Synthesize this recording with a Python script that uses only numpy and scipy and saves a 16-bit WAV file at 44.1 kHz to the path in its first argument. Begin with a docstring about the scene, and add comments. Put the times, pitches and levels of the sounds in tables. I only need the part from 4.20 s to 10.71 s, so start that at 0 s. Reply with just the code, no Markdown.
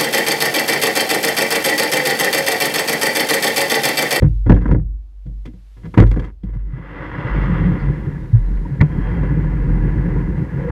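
"""Stony bank of a calm river. Camera microphone on the deck of a plastic kayak, heard through the hull.
Over faint air and hiss, a first shove sets the long hollow shell swaying in its lowest mode, as every
push will; the hull knocks, bumps and drags on the stones. A second volley follows near 1.8 s.
From 2.3 s the boat scrapes down the bank. Afloat by about 4 s, it takes a few more knocks,
two with a short crack, and rumbles out over the water, ending on a brief groan."""
import sys
import numpy as np
from scipy import signal
from scipy.fft import rfft, irfft
from scipy.io import wavfile

SR = 44100
rng = np.random.default_rng(int(sys.argv[2]) if len(sys.argv) > 2 else 0)


def store_wav(level_fs):
    """Save 16-bit WAV to argv[1]."""
    pcm = np.round(np.clip(np.atleast_2d(level_fs), -1, 1) * 32767)
    wavfile.write(sys.argv[1], SR, pcm.T.astype(np.int16))


N = 287091
TIME = np.arange(N) / SR
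BINS = np.fft.rfftfreq(N, 1 / SR)


def amp(db):
    """Decibels to gain."""
    return 10 ** (np.asarray(db) / 20)


def unit_rms(x):
    """Scales to rms 1."""
    return x / np.sqrt(np.mean(x ** 2) + 1e-20)


def curves(rows):
    """Each column of a timed table, sample by sample."""
    times, *columns = np.transpose(rows)
    return [np.interp(TIME, times, column) for column in columns]


def add(mix, start, sound):
    """Mixes a sound in at start seconds."""
    part = mix[round(start * SR):][:len(sound)]
    part += sound[:len(part)]


def held(t, rise, hold, t60):
    """Attack, hold and release, at times t from the start."""
    return np.clip(t / rise, 0, 1) * amp(-60 * np.maximum(t - hold, 0) / t60)


def wander(rate_hz):
    """Random drift of rms 1, fading out above rate_hz."""
    return unit_rms(irfft(rfft(rng.standard_normal(N)) * np.exp(-(BINS / rate_hz) ** 2), N))


def coloured(x, spectrum, lift_db=0):
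    """Gives x a spectrum, plus any lift by resonances; rms 1."""
    hz, db = np.transpose(spectrum)
    shape_db = np.interp(np.log(BINS + 1), np.log(hz + 1), db)
    return unit_rms(irfft(rfft(x) * amp(shape_db + lift_db), N))


def band(x, low_hz, high_hz):
    """Keeps one band, with steep edges; rms 1."""
    loss = np.sqrt((1 + (low_hz / (BINS + 1)) ** 20) * (1 + (BINS / high_hz) ** 20))
    return unit_rms(irfft(rfft(x) / loss, N))


def grit(per_s, spread_db):
    """Tiny slips of uneven size at random moments."""
    size = amp(spread_db * np.minimum(rng.exponential(1, N), 4))
    return size * rng.choice([-1, 1], N) * (rng.random(N) < per_s / SR)


# Open river air around the microphone: f/Hz, relative level/dB
AIR_SPECTRUM = [(60, -8.5), (150, -3), (300, -16), (700, -16.5), (2000, -33), (4000, -34), (8000, -44)]
# Thin hiss: f/Hz, relative level/dB
HISS_SPECTRUM = [(300, 6), (700, 5), (2000, 5.5), (4000, 3), (6000, -1.5), (10000, -7), (11000, -4),
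                 (11800, -8), (14500, -13), (15600, -18)]
# Dips in the hiss: deepest at t/s, depth/dB, sinking time/s
DIPS = [(0.699, 16.5, 0.7), (2.17, 17.5, 0.23)]


def air_and_hiss(air_db=-66, hiss_db=-61.5, return_db_per_s=16):
    """Faint open air, and a hiss that sinks and creeps back around the two volleys of heavy knocks."""
    dip_db = sum(np.interp(TIME, [low - sink, low, low + depth / return_db_per_s], [0, depth, 0])
                 for low, depth, sink in DIPS)
    air = coloured(rng.standard_normal(N), AIR_SPECTRUM) * amp(air_db)
    hiss = coloured(rng.standard_normal(N), HISS_SPECTRUM) * amp(hiss_db - dip_db)
    return air + hiss


# Pushes that rock the shell, and the microphone with it: t/s, level/dB, hold/s
SHELL_PUSHES = [(0.0, -18.5, 0.3), (0.28, -9, 0.063), (0.47, -11, 0.04), (0.64, -23.5, 0.11),
                (0.941, -34, 0.12), (1.06, -28, 0.15), (1.78, -10, 0.12), (2.23, -24, 0.24),
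                (3.1, -18.5, 0.15), (3.6, -22.5, 0.063), (4.13, -16, 0.25), (4.98, -23, 0.35),
                (5.47, -15, 0.34)]


def shell_sway(mode_hz=48.56, rest_db=-39, slide_db=-5, uneven_db=4, restless_db=1):
    """The whole shell rings at one low pitch after each push, less steadily while the slide shakes it."""
    rumble_level, _ = curves(SLIDE_LEVELS)
    afloat, = curves(WEIGHT_AFLOAT)
    push_power = sum((amp(db) * held(TIME - start, rise=0.02, hold=hold, t60=0.55)) ** 2
                     for start, db, hold in SHELL_PUSHES)
    shaking = amp(rumble_level + slide_db + uneven_db * wander(7))
    swing = np.sqrt(push_power + shaking ** 2 + amp(rest_db) ** 2)
    hz = mode_hz * (1 + (0.017 + 0.09 * afloat) * wander(13))  # the pitch wavers more once afloat
    tone = np.sqrt(2) * np.sin(2 * np.pi * np.cumsum(hz) / SR)
    return amp(restless_db * wander(2.7)) * swing * tone


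# Resonances of deck and camera mount, right at the microphone: f/Hz, width/Hz, lift/dB
DECK_RESONANCES = [(296, 26, 3.5), (495, 76, 3), (748, 77, 6.5), (955, 72, 2), (1688, 160, 4),
                   (2033, 160, 6), (2480, 53, 3.5), (2760, 95, 5), (3257, 150, 5.5), (4530, 550, 1.5)]


def hull_colour(ripple_db=3, spacing_hz=30, dense_hz=700):
    """Lift in dB on the way through the hull: deck resonances and a ripple of countless upper modes."""
    deck_db = sum(db / (1 + (2 * (BINS - hz) / width) ** 2) for hz, width, db in DECK_RESONANCES)
    knots = rng.standard_normal(8000)
    ripple = np.interp(BINS / spacing_hz, np.arange(len(knots)), knots)
    return deck_db + ripple_db * ripple * BINS / (BINS + dense_hz)


# Stones striking the hull, within a boat's length of the microphone:
# t/s, thud level/dB, clack level/dB, sharpness/dB, factor on the decay time
STONE_CONTACTS = [(0.021, -6.5, -34, 6.5, 1.17), (0.261, -11, -34.5, 1.5, 1.5),
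                  (0.295, -1.5, -13.5, -15, 0.95), (0.319, -2.5, -20.5, -1, 0.78),
                  (0.342, -13, -42.5, 15, 2.2), (0.364, -17.5, -24, -18, 0.79), (0.413, -27, -37, 1, 2.2),
                  (0.456, -18.5, -23, -37, 0.76), (0.487, -14, -34, -12, 1.96), (0.510, -9, -30.5, 4, 1.4),
                  (0.546, -11, -27, -31, 0.67), (1.06, -30, -65, 20.5, 2.06),
                  (1.254, -31.5, -42.5, 19, 1.18), (1.333, -34.5, -66.5, 20, 1.2),
                  (1.566, -41, -57, 12, 3.2), (1.632, -35.5, -47.5, 8, 1.5), (1.652, -28, -42.5, 12, 1.34),
                  (1.74, -30.5, -23.5, 0, 0.79), (1.775, -2, -13.5, 2.5, 0.95), (1.802, -3, -17, 12, 0.69),
                  (1.823, -3, -27, 7, 0.75), (1.864, -26.5, -45, 18.5, 1.5), (1.913, -22, -30.5, 10, 0.85),
                  (1.961, -17.5, -34, 0, 1.63), (1.994, -20, -31.5, 12, 0.78), (2.019, -36, -37, 4, 1.3),
                  (2.04, -34, -36.5, 9.5, 1.57), (2.233, -25, -57.5, 20.5, 1.5), (2.291, -34, -48, 8, 0.42),
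                  (2.333, -31, -48.5, 8, 0.84), (4.458, -24.5, -44, -12, 0.41),
                  (4.6084, -11, -13.5, -0.5, 0.8), (5.031, -17.5, -29, -2, 0.61)]
# Low panel modes of the hull: f/Hz, relative level/dB, t60/s
PANEL_MODES = [(70.4, 0.5, 0.39), (108.9, 7, 0.36), (156.3, 4, 0.097), (182.3, 2.5, 0.2),
               (244.6, -11.5, 0.14), (308, -14, 0.22), (314, -22, 0.44), (487, -36.5, 0.081)]
# Dense upper modes of the hull: f/Hz, relative level/dB
CLACK_SPECTRUM = [(230, 0.5), (350, -4), (520, -13), (680, -25.5), (950, -7.5), (1280, -14.5), (1750, -14),
                  (2100, -18.5), (2500, -29), (3300, -35.5), (4000, -45), (6000, -50), (9000, -57.5),
                  (15000, -66.5)]
# Knock, clack, edge and tick ranges of those modes: low f/Hz, high f/Hz, t60/s, gain/dB
CLACK_RANGES = [(206, 706, 0.15, -0.5), (875, 1790, 0.07, 0), (2260, 2600, 0.09, 2), (3300, 18000, .07, -1)]


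def stone_knocks(hull_db, clack_rise_s=0.0016, thud_rise_s=0.0041, gritty_db=2, deck_db=-1):
    """Each contact rings the low panel modes, the deck and a quickly dying cloud of higher modes."""
    t, out = np.arange(SR // 2) / SR, np.zeros(N)
    deck = sum(2 * np.sqrt(width / SR) * np.sin(2 * np.pi * hz * TIME)
               for hz, width, _ in DECK_RESONANCES)
    crunch = rng.standard_normal(N) * amp(gritty_db * wander(170))
    cloud = coloured(crunch + amp(deck_db) * deck, CLACK_SPECTRUM, hull_db)
    ranges = [(amp(db) * band(cloud, low, high), t60) for low, high, t60, db in CLACK_RANGES]
    for start, thud_db, clack_db, sharp_db, ring in STONE_CONTACTS:
        # the place of contact decides how strongly each panel answers
        shares = (0.11 + rng.random(len(PANEL_MODES))) * amp([db for _, db, _ in PANEL_MODES])
        shares *= np.sqrt(2) / np.linalg.norm(shares) * (-1) ** np.arange(len(PANEL_MODES))
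        panels = sum(share * amp(-60 * t / (t60 * ring)) * np.sin(2 * np.pi * hz * t)
                     for (hz, _, t60), share in zip(PANEL_MODES, shares))
        add(out, start, amp(thud_db) * panels * (1 - np.exp(-t / thud_rise_s)))
        knock_db = clack_db + 0.59 * (thud_db - clack_db) + 2  # just above a blend of thud and clack
        edge_db = clack_db - 15.5 + 0.45 * sharp_db  # a sharp stone lifts the edge in part
        tick_db = clack_db - 22 + sharp_db  # and the tick fully
        offset = int(rng.random() * (N - len(t)))
        for (modes, t60), db in zip(ranges, (knock_db, clack_db, edge_db, tick_db)):
            envelope = amp(db - 60 * t / (t60 * ring)) * (1 - np.exp(-t / clack_rise_s))
            add(out, start, modes[offset:][:len(t)] * envelope)
    return out


# Soft bumps on the hull below the microphone: t/s, relative peak level/dB, f/Hz, swell time/s
SOFT_BUMPS = [(0.022, -15, 527, 0.005), (0.039, -5.5, 146.3, 0.018), (0.298, -5.5, 107.7, 0.022),
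              (0.506, -7, 135.3, 0.014), (0.574, -16.5, 150.5, 0.019), (1.054, -23.5, 124, 0.016),
              (1.271, -29, 238, 0.011), (1.275, -37.5, 302, 0.017), (1.639, -24.5, 162, 0.021),
              (1.778, 1.5, 113, 0.018), (1.782, -13.5, 328.3, 0.019), (1.972, -13.5, 154, 0.0056),
              (2.237, -17, 178, .007), (2.36, -17, 129, 0.0064), (2.531, -16.5, 131.5, 0.008),
              (3.047, -12.5, 120.5, 0.0079), (3.276, -17.5, 175, 0.01), (3.444, -9.5, 180.6, 0.02),
              (4.128, 0, 112.6, 0.018), (4.51, -13.5, 136, 0.016), (4.609, 2, 105, 0.0052),
              (4.619, -3.5, 148.7, 0.016)]


def panel_bumps(gain_db=-1):
    """A soft push flexes one panel; its tone swells and dies within a few cycles."""
    t, out = np.arange(SR // 3) / SR, np.zeros(N)
    for start, db, hz, swell in SOFT_BUMPS:
        envelope = (t / swell * np.exp(1 - t / swell)) ** 1.44
        add(out, start, amp(db + gain_db) * envelope * np.sin(2 * np.pi * hz * t))
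    return out


# Short drags on the bank between the knocks: t/s, length/s, level/dB, treble tilt/(dB per octave)
SHORT_DRAGS = [(0.026, 0.022, -28, 0), (0.303, 0.23, -39.5, 3.5), (0.556, 0.052, -48, -1.5),
               (1.768, 0.063, -22.5, -4), (1.837, 0.26, -45.5, 2), (2.237, 0.17, -53, 6)]
# Low rumble of the moving hull, as it reaches the deck: f/Hz, relative level/dB
RUMBLE_SPECTRUM = [(35, -32.5), (52, 1), (68, -4.5), (85, -4), (115, -0.5), (150, 5), (185, -3), (225, -11),
                   (290, -11), (370, -13), (440, -22), (520, -26.5), (680, -50.5), (1200, -77.5)]


def stone_drags(hull_db, body_db=6, judder_db=3, tilt_from_hz=1800):
    """The hull judders over stones for a moment; the slips ring its upper modes and shake its panels."""
    slips = grit(per_s=2500, spread_db=7.5) * amp(judder_db * wander(84))
    octaves = np.log2(np.maximum(BINS / tilt_from_hz, 1))
    body = amp(body_db) * coloured(slips, RUMBLE_SPECTRUM, hull_db)
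    out = np.zeros(N)
    for start, length, db, tilt in SHORT_DRAGS:
        rasp = coloured(slips, CLACK_SPECTRUM, hull_db + tilt * octaves)
        out += amp(db) * held(TIME - start, rise=0.008, hold=length, t60=0.069) * (body + rasp)
    return out


# From bank to river, the microphone riding along: t/s, rumble level/dB, scrape level/dB
SLIDE_LEVELS = [(2.3, -69, -61), (2.44, -44, -62), (2.59, -37.5, -45), (2.79, -31.5, -36.5),
                (3.11, -30, -29.5), (3.44, -20.5, -32), (3.6, -25, -35), (3.78, -25.5, -40),
                (4.1, -32.5, -48.5), (4.5, -32, -44.5), (4.92, -23, -34.5), (5.25, -23, -38),
                (5.92, -19.5, -37), (6.12, -24.5, -40), (6.51, -23, -37.5)]
# The river takes the boat: t/s, share of the weight on the water
WEIGHT_AFLOAT = [(2.3, 0.051), (3.4, 0.092), (4.1, 0.99), (4.7, 1), (6.51, 1)]
# Hull scraping on the bank: f/Hz, relative level/dB
GRAVEL_SPECTRUM = [(200, -7), (300, 10.5), (420, 0.5), (540, 4), (680, -10), (950, 2), (1300, -2),
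                   (2000, -3), (2450, -14.5), (3300, -19), (3900, -29.5), (5000, -34), (7000, -49),
                   (12000, -64)]
# Hull moving out from the bank: f/Hz, relative level/dB
GLIDE_SPECTRUM = [(300, 2.5), (500, 7), (680, -10), (930, 2), (1280, -8), (1700, -2.5), (2030, -8),
                  (2450, -16.5), (3250, -26.5), (3700, -35), (5000, -37), (8000, -57)]


def bank_slide(hull_db, rumble_db=3, scrape_db=2, lumpy_db=3, flicker_db=1):
    """Grit slips under the rumbling hull; the scrape turns to a glide as the water takes the weight."""
    rumble_level, scrape_level = curves(SLIDE_LEVELS)
    afloat, = curves(WEIGHT_AFLOAT)
    moving = np.clip((TIME - 2.22) / 0.068, 0, 1)
    rumble = coloured(grit(per_s=1500, spread_db=2.43), RUMBLE_SPECTRUM, hull_db)
    rumble *= amp(rumble_level + rumble_db + lumpy_db * wander(11))
    gravel = coloured(grit(per_s=3000, spread_db=0.44), GRAVEL_SPECTRUM, hull_db)
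    glide = coloured(grit(per_s=6000, spread_db=2.6), GLIDE_SPECTRUM, hull_db)
    scrape = gravel * np.sqrt(1 - afloat) + glide * np.sqrt(afloat)
    scrape *= amp(scrape_level + scrape_db + flicker_db * wander(20))
    return moving * (rumble + scrape)


# Narrow-band sounds of the shell: two short knock cracks, longer groans and rasps, a faint rising
# whistle: centre t/s, level/dB, f/Hz, width/Hz, length/s, glide/(Hz per s)
CRACKS_AND_GROANS = [(3.61, -62, 4570, 500, 0.052, -3), (4.13, -75, 3830, 50, 0.77, 1202),
                     (4.459, -36, 960, 40, 0.012, 11), (4.613, -17.5, 1990, 260, 0.01, 0),
                     (4.88, -61, 3200, 130, .5, 0), (6.47, -28, 503, 45.5, 0.15, 2)]


def cracks_and_groans():
    """One resonance of the shell sounds for a moment: a narrow band of noise swells and fades."""
    out = np.zeros(N)
    for centre, db, hz, width, length, glide in CRACKS_AND_GROANS:
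        t = TIME - centre
        phase = 2 * np.pi * (hz * t + glide * t ** 2 / 2)
        rough_tone = wander(width) * np.cos(phase) + wander(width) * np.sin(phase)
        out += amp(db) * rough_tone * np.exp(-(2 * t / length) ** 2)
    return out


def scene():
    """All that reaches the microphone on the deck, in one channel."""
    hull_db = hull_colour()
    shoves = stone_knocks(hull_db) + stone_drags(hull_db) + panel_bumps() + shell_sway()
    return (shoves + bank_slide(hull_db) + cracks_and_groans() + air_and_hiss())[None]


def record(dry):
    """This close, the hardest knocks overload the camera's recorder; its treble ends at 15.6 kHz."""
    clipped = dry / (1 + np.abs(dry) ** 30) ** (1 / 30)
    faded = clipped * signal.windows.tukey(N, 0.002)
    lowpass = signal.firwin(511, 15600, window=("kaiser", 9), fs=SR)
    return signal.oaconvolve(faded, lowpass[None], "same")


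dry = scene()
out = record(dry)
store_wav(out)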